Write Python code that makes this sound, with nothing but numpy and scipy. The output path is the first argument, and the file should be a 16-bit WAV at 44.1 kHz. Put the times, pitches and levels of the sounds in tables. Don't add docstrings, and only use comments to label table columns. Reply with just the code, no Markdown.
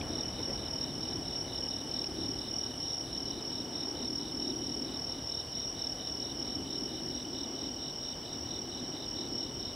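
import sys
import numpy as np
from scipy import signal
from scipy.fft import rfft, irfft
from scipy.io import wavfile

SR = 44100
rng = np.random.default_rng(int(sys.argv[2]) if len(sys.argv) > 2 else 0)


def magnitude_from_level(level_db):
    exponent = np.asarray(level_db, float) / 20
    return 10 ** exponent


def generate_wav(sig):
    pcm = np.round(np.clip(np.atleast_2d(sig).T, -1, 1) * 32767).astype(np.int16)
    wavfile.write(sys.argv[1], SR, pcm)


N = 429975

# (frequency [Hz], density [dB per Hz])
HISS_COLOUR = [(2000, -30), (2600, -15.5), (4300, 0.5), (6300, -3.5), (7200, -8.5), (9000, -10),
               (12000, -11), (14000, -12), (15500, -10.5), (17000, -21.5)]
# (frequency [Hz], side minus mid [dB])
STEREO_WIDTH = [(60, -14), (110, -15), (200, -19.5), (380, -19.5), (700, -16), (1290, -10.5), (2380, -9.5),
                (4400, -14), (8120, -13.5), (15000, -14)]
# (frequency [Hz], left minus right [dB])
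STEREO_LEAN = [(60, -0.5), (130, 1.6), (290, 1.5), (640, 2), (1410, 1.5), (3100, 1), (6820, -1),
               (15000, -0.5)]
# (time [s], level [dB])
TRAFFIC_SWELL = [(0.0, -43), (0.16, -41.5), (0.35, -47), (1.06, -44), (1.5, -48), (2.1, -43), (3.05, -49),
                 (3.26, -44), (3.7, -44.5), (4.75, -41), (4.97, -45), (5.4, -50), (6.6, -43), (7.2, -43.5),
                 (8.1, -48), (8.7, -44.5), (9.35, -44), (9.75, -45.5)]
# (frequency [Hz], density [dB per Hz])
RUMBLE_COLOUR = [(15, -43), (25, -8.5), (64, 0), (146, 0.5), (182, -2), (210, -3), (270, -28), (460, -120)]
DRONE_COLOUR = [(130, -44), (215, -7), (227, -4.5), (242, 1.5), (296, 0.5), (396, -4), (440, -12),
                (570, -52), (970, -120)]
WASH_COLOUR = [(260, -53), (440, -2), (610, -4.5), (746, -4), (1240, -14.5), (1470, -15.5), (2600, -20.5),
               (3380, -40), (5720, -120)]
# (frequency [Hz], density [dB per Hz])
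MASS_HIGH_COLOUR = [(4200, -52), (4400, -35.5), (4750, -20), (4980, -25), (5080, -12.5), (5300, -10),
                    (5440, 0), (5600, -3.5), (5800, -11), (5920, -25.5), (6150, -55), (6500, -57)]
MASS_LOW_COLOUR = [(2600, -34), (2800, -9), (2960, -4), (3060, -2.5), (3200, -11.5), (3290, -8), (3400, -8),
                   (3600, -6), (3950, -10.5), (4150, -13), (4300, -31), (4500, -50)]
# (time [s], stroke rate [1/s], level [dB], upper wing band over lower [dB])
BUSH_BUZZ = [(0.0, 32.7, -67.5, -8), (0.45, 33.7, -67.5, -6), (2.68, 33.6, -68, -5.5),
             (3.09, 32.6, -67, -4), (3.33, 32.8, -71, -5), (4.7, 33.7, -69.5, -3), (5.29, 32.2, -75, 3),
             (5.96, 32.3, -81, 11), (7.3, 31.1, -77, 5)]
# (frequency [Hz], width [Hz], level [dB])
BUZZ_LOW_WING = [(9570, 2100, -1), (10180, 900, -2)]
BUZZ_HIGH_WING = [(11150, 230, -6), (10700, 1300, -8)]
SHRILL_WING = [(7998, 60, 0), (8320, 400, -5), (7900, 700, -7)]
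# (wing [Hz], glide [Hz], stroke rate [1/s], chirp rate [1/s],
# share of time singing [0-1], level [dB], left minus right [dB])
FAR_SINGERS = [(5440, 50, 38.5, 3.6, .7, -51, -1), (5500, 50, 40.5, 3.1, .7, -52, 0),
               (5570, 50, 41.5, 3.8, .7, -51, 0), (5790, 50, 38.6, 3.5, .7, -57, -1),
               (5100, 80, 39.4, 3.2, .6, -61, 0), (3060, -40, 43.0, 10.8, .75, -58, 1.5),
               (3030, -40, 38.0, 9.5, .75, -59, 1.5), (3850, -500, 51.0, 4.1, .55, -67, -1),
               (3400, -20, 30.0, 1.7, .7, -68, 0)]
# (first stroke [s], level [dB])
SLOW_CALLS = [
    (3.204, -50),
    (8.66, -50),
]
# (time [s], triplet number [count])
TRIPLET_CLOCK = [(0.043, 0), (0.832, 8), (4.007, 40), (5.585, 56), (7.545, 76), (9.909, 100)]
# (first full stroke [s], chirp number [count])
SWEEPER_CLOCK = [(0.115, 0), (0.806, 3), (1.026, 4), (1.481, 6), (2.844, 12), (4.194, 18), (4.634, 20),
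                 (5.542, 24), (7.347, 32), (8.256, 36), (8.946, 39), (9.612, 42)]
# (start [s], length [s], level [dB])
NEIGHBOUR_BOUTS = [(0.097, 0.17, -38), (0.398, 0.17, -43), (0.705, 0.16, -42.5), (1.02, .2, -43),
                   (1.323, 0.16, -39), (1.61, .23, -40), (2.195, 0.12, -38.5), (2.51, .17, -35.5),
                   (2.793, 0.28, -36.5), (3.19, 0.15, -42), (3.45, 0.45, -44), (3.863, .22, -40.5),
                   (4.166, 0.13, -41), (4.46, 0.23, -38.5), (4.69, 0.12, -38), (5.126, .3, -44.5),
                   (5.54, 0.18, -36), (5.84, 0.33, -42), (6.2, 0.33, -42), (6.498, 0.27, -43.5),
                   (6.79, .21, -45), (7.11, 0.21, -39.5), (7.35, 0.31, -40), (7.68, .2, -39.5),
                   (7.993, 0.17, -40), (8.27, 0.21, -39), (8.48, 0.17, -37), (8.69, .26, -40),
                   (9.075, 0.24, -40.5), (9.34, 0.28, -41)]
# (time [s], peak [dB], ring [Hz], cycles to the top [count])
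HAND_TICKS = [(.0145, -35, 2400, 2.4), (0.013, -35, 3300, 2.6), (.0138, -40, 4500, 1.5),
              (1.48, -44, 2100, 1.6), (2.0435, -36, 2800, 1.2), (2.043, -36, 4200, 1.3)]
# (time [s], level [dB], length [s])
HAND_RUSTLES = [
    (0.402, -44, 0.032),
    (0.505, -43, 0.05),
    (5.576, -47, 0.034),
]
# (frequency [Hz], density [dB per Hz])
RUSTLE_COLOUR = [(200, -33), (350, 5), (700, -3), (1100, -18), (2200, -15), (4000, -38)]
# (first stroke [s], last stroke [s], peak [dB])
NEAR_CHIRPS = [(0.107, 0.313, -35.5), (0.407, 0.561, -33), (0.661, 0.84, -32.5), (0.957, 1.162, -34),
               (1.26, 1.414, -31.5), (1.535, 1.764, -32.5), (1.891, 2.068, -31.5), (2.187, 2.418, -33),
               (2.487, 2.664, -33.5), (2.78, 3.011, -32.5), (3.13, 3.309, -32), (3.429, 3.608, -33.5),
               (3.732, 3.911, -32.5), (4.031, 4.209, -32.5), (4.325, 4.505, -32.5), (4.62, 4.851, -33.5),
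               (4.945, 5.124, -33.5), (5.248, 5.404, -32.5), (5.529, 5.681, -34), (5.796, 5.926, -31.5),
               (6.049, 6.254, -33), (6.376, 6.557, -34), (6.707, 6.861, -34), (6.959, 7.164, -36.5),
               (7.31, 7.44, -37), (7.564, 7.693, -38), (7.833, 8.116, -38), (9.037, 9.216, -37),
               (9.306, 9.437, -33.5), (9.554, 9.683, -36.5)]


def rms_one(x):
    return x / np.sqrt(np.mean(x ** 2) + 1e-20)


def in_time(rows):
    s, *columns = np.transpose(rows)
    return [np.interp(np.arange(N) / SR, s, column) for column in columns]


def at_hz(points, hz):
    point_hz, level_db = np.transpose(points)
    return np.interp(np.log(hz + 1), np.log(point_hz), level_db)


def drift(rate):
    r = np.exp(-80 * np.pi * rate / SR)
    slow = signal.lfilter([1], [1, -2 * r, r * r], rng.standard_normal(N // 40 + 2002))
    slow = slow[2000:]
    return np.interp(np.arange(N) / 40, np.arange(len(slow)), rms_one(slow))


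def clock(marks):
    s, number = np.transpose(marks)
    return np.interp(np.arange(number[-1] + 1), number, s)


def place(x, lean_db, lag_samples=0.):
    late = x - lag_samples * np.gradient(x)
    return np.array([late * magnitude_from_level(lean_db / 2), x * magnitude_from_level(-lean_db / 2)])


def air_noise(colour):
    hz = np.fft.rfftfreq(N, 1 / SR)
    mid, side = rfft(rng.standard_normal((2, N))) * magnitude_from_level(at_hz(colour, hz))
    bass_width = (1 + (60 / (hz + 30)) ** 2) ** .5
    side = magnitude_from_level(at_hz(STEREO_WIDTH, hz)) * bass_width * side
    pair = mid + side * [[1], [-1]]
    return rms_one(irfft(pair * magnitude_from_level(at_hz(STEREO_LEAN, hz) / 2 * [[1], [-1]]), N))


def resonate(peaks, side_db=-12):
    out = 0
    for hz, width_hz, level_db in peaks:
        r = np.exp(-np.pi * width_hz / SR)
        a = [1, -2 * r * np.cos(2 * np.pi * hz / SR), r * r]
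        b = (1 - r * r) / 2 * np.array([1, 0, -1])
        once = signal.lfilter(b, a, rng.standard_normal((2, N)))
        out = out + magnitude_from_level(level_db) * signal.lfilter(b, a, once)
    return rms_one(out[0] + magnitude_from_level(side_db) * out[1] * [[1], [-1]])


def throb(per_s, depth, sharp):
    cycle = np.cumsum(per_s + np.zeros(N)) / SR
    return rms_one(1 - depth + depth * np.cos(np.pi * cycle) ** (2 * sharp))


def strokes(at_s, level_db, hz, glide_hz, length_s, peak=.5, blunt=2, uneven_db=1.0, jitter_s=.0005):
    detune, phase, uneven, jitter = rng.standard_normal((4, len(at_s)))
    length = int(length_s * SR)
    u = np.arange(length) / length
    shape = np.sin(np.pi * u ** (np.log(.5) / np.log(peak))) ** blunt
    pitch_hz = (hz * (1 + .0015 * detune))[:, None] + glide_hz * (u - peak)
    tone = shape * np.sin(2 * np.pi * np.cumsum(pitch_hz, axis=1) / SR + 10 * phase[:, None])
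    gain = magnitude_from_level(level_db + uneven_db * uneven)
    start = ((at_s + jitter_s * jitter - peak * length_s) * SR).astype(int)
    out = np.zeros(N + 2 * SR)
    index = np.clip(start[:, None] + np.arange(length) + SR, 0, len(out) - 1)
    np.add.at(out, index, gain[:, None] * tone)
    return out[SR:SR + N]


def hiss():
    return magnitude_from_level(-61) * air_noise(HISS_COLOUR)


def traffic():
    drone_db, = in_time(TRAFFIC_SWELL)
    swell_db = drone_db - drone_db.mean()
    recede_s = 1.74
    near = np.exp(-np.arange(N) / SR / recede_s)
    rumble_db = -49.5 + 6.0 * near + .1 * swell_db + 0.79 * drift(2.9)
    wash_db = -50 + 4.5 * near + 0.067 * swell_db + 0.55 * drift(2.2)
    drone_db = drone_db + 0.35 + 0.91 * drift(2.6)
    rumble = magnitude_from_level(rumble_db) * air_noise(RUMBLE_COLOUR)
    drone = magnitude_from_level(drone_db) * air_noise(DRONE_COLOUR)
    wash = magnitude_from_level(wash_db) * air_noise(WASH_COLOUR)
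    return rumble + drone + wash


def massed_chorus():
    return magnitude_from_level(-45.5) * air_noise(MASS_HIGH_COLOUR) + magnitude_from_level(-56.5) * air_noise(MASS_LOW_COLOUR)


def bush_crickets():
    per_s, low_db, upper_db = in_time(BUSH_BUZZ)
    singing = np.arange(N) < (BUSH_BUZZ[-1][0] - .04) * SR
    buzz = magnitude_from_level(low_db) * resonate(BUZZ_LOW_WING) + magnitude_from_level(low_db + upper_db) * resonate(BUZZ_HIGH_WING)
    buzz = buzz * throb(per_s, depth=0.45, sharp=2) * singing
    shrill = magnitude_from_level(-68) * resonate(SHRILL_WING) * throb(18.1, depth=0.19, sharp=3)
    lean = magnitude_from_level(-.3 * np.array([[1], [-1]]))
    return lean * (buzz + shrill)


def chorus():
    out = 0
    for hz, glide_hz, per_s, chirps_per_s, singing, level_db, lean_db in FAR_SINGERS:
        at = np.cumsum((1 + .04 * rng.standard_normal(600)) / per_s) - .1
        chirp_clock = at * chirps_per_s + np.cumsum(.03 * rng.standard_normal(600)) + rng.random()
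        stroke_db = level_db - 40 * (chirp_clock % 1 > singing)
        song = strokes(at, stroke_db, hz + 0 * at, glide_hz, length_s=.7 / per_s, uneven_db=4.0)
        out = out + place(song, lean_db)
    return out


def slow_singer(spacing_s=.064):
    first, level_db = np.transpose(SLOW_CALLS)[:, :, None]
    k = np.arange(4)
    at = (first + k * spacing_s).ravel()
    level_db = (level_db - 4.0 * (k == 0)).ravel()
    song = strokes(at, level_db, 3930 + 0 * at, glide_hz=-560, length_s=.042, peak=.4, blunt=1)
    return place(song, -.5)


def triplets(spacing_s=.0246):
    at = (clock(TRIPLET_CLOCK)[:, None] + np.arange(3) * spacing_s).ravel()
    sample = np.minimum(at * SR, N - 1).astype(int)
    level_db = -47.5 + 1.5 * drift(0.73)[sample]
    main = strokes(at, level_db + 1, 2965 + 0 * at, glide_hz=-60, length_s=.012, uneven_db=1.5)
    lead = strokes(at - .008, level_db - 6.0, 3050 + 0 * at, glide_hz=-74, length_s=.011, uneven_db=1.5)
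    return place(main + lead, 1.7, lag_samples=-.18)


def sweeper(spacing_s=.0191):
    k = np.arange(-1, 6)
    first = clock(SWEEPER_CLOCK)[:, None]
    chirp_db = -47 + 0.09 * first + 0.8 * rng.standard_normal(first.shape)
    at = first + k * spacing_s + 0.0047
    faint = np.where(k < 0, 1., 0.) + 0 * first
    level_db = chirp_db + .3 - 6.0 * faint - 2.0 * (k == 0)
    hz = 3790 - 60 * faint
    song = strokes(at.ravel(), level_db.ravel(), hz.ravel(), glide_hz=-860, length_s=.021,
                   peak=.52, blunt=1.1, uneven_db=1.3, jitter_s=.0004)
    echo = .42 * np.roll(song, round(.00278 * SR))
    return place(song + echo, -1.1, lag_samples=.45)


def neighbour(edge_s=0.057, rest_db=-49):
    at = np.cumsum(1 / 38.7 + .0008 * rng.standard_normal(400))
    start, length_s, bout_db = np.transpose(NEIGHBOUR_BOUTS)[:, :, None]
    inside_s = np.minimum(at - start, start + length_s - at)
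    open_wings = np.clip(inside_s / edge_s + .5, 0, 1)
    level_db = rest_db + np.max(open_wings * (bout_db - rest_db), axis=0) + 0.9
    song = strokes(at, level_db, 5610 + 0 * at, glide_hz=49.7, length_s=.021, uneven_db=2.0)
    return place(song, -.5, lag_samples=0.19)


def rustles():
    t = np.arange(N) / SR
    puffs = sum(magnitude_from_level(db) * np.exp(-((t - s) / length_s * 2) ** 2) for s, db, length_s in HAND_RUSTLES)
    return puffs * air_noise(RUSTLE_COLOUR)


def ticks():
    out = np.zeros(N)
    for s, level_db, hz, cycles in HAND_TICKS:
        turns = np.clip((np.arange(N) / SR - s) * hz / cycles + 1, 0, 40)
        swell = turns * np.exp(1 - turns)
        out += magnitude_from_level(level_db) * swell * np.sin(2 * np.pi * cycles * turns)
    return out


def near_cricket(spacing_s=.0256):
    rows = []
    for first, last, db in NEAR_CHIRPS:
        for k in range(round((last - first) / spacing_s) + 1):
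            rows.append((first + k * spacing_s, k, db))
    at, k, level_db = np.transpose(rows)
    cold = np.exp(-k / 1.3)
    level_db = level_db + 1.1 - 4.5 * cold ** 2
    song = strokes(at, level_db, 5465 - 75 * cold, glide_hz=50, length_s=.019)
    return place(song, -1.2, lag_samples=0.35)


def scatter(x, t60_s=.14):
    t = np.arange(int(.3 * SR)) / SR
    shared, own = rng.standard_normal((2, len(t))) * magnitude_from_level(-60 * t / t60_s) * (t > .004)
    tail = np.array([shared + .45 * own, shared - .45 * own]) / np.sqrt(np.sum(shared ** 2))
    return magnitude_from_level(-15) * signal.fftconvolve(x, tail, axes=1)[:, :N]


def scene():
    background = hiss() + traffic() + massed_chorus()
    far_insects = bush_crickets() + chorus() + slow_singer()
    insects = far_insects + triplets() + sweeper() + neighbour() + near_cricket()
    return background + insects + scatter(insects) + rustles() + ticks()


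def band_limit(x):
    return signal.sosfilt(signal.butter(12, 16970, fs=SR, output="sos"), x)


def record(dry):
    low_cut = signal.butter(4, 36, "high", fs=SR, output="sos")
    top_cut = signal.ellip(12, .3, 70, 15740, fs=SR, output="sos")
    mix = signal.sosfilt(top_cut, signal.sosfilt(low_cut, dry))
    return band_limit(mix)


dry = scene()
out = record(dry)
generate_wav(out)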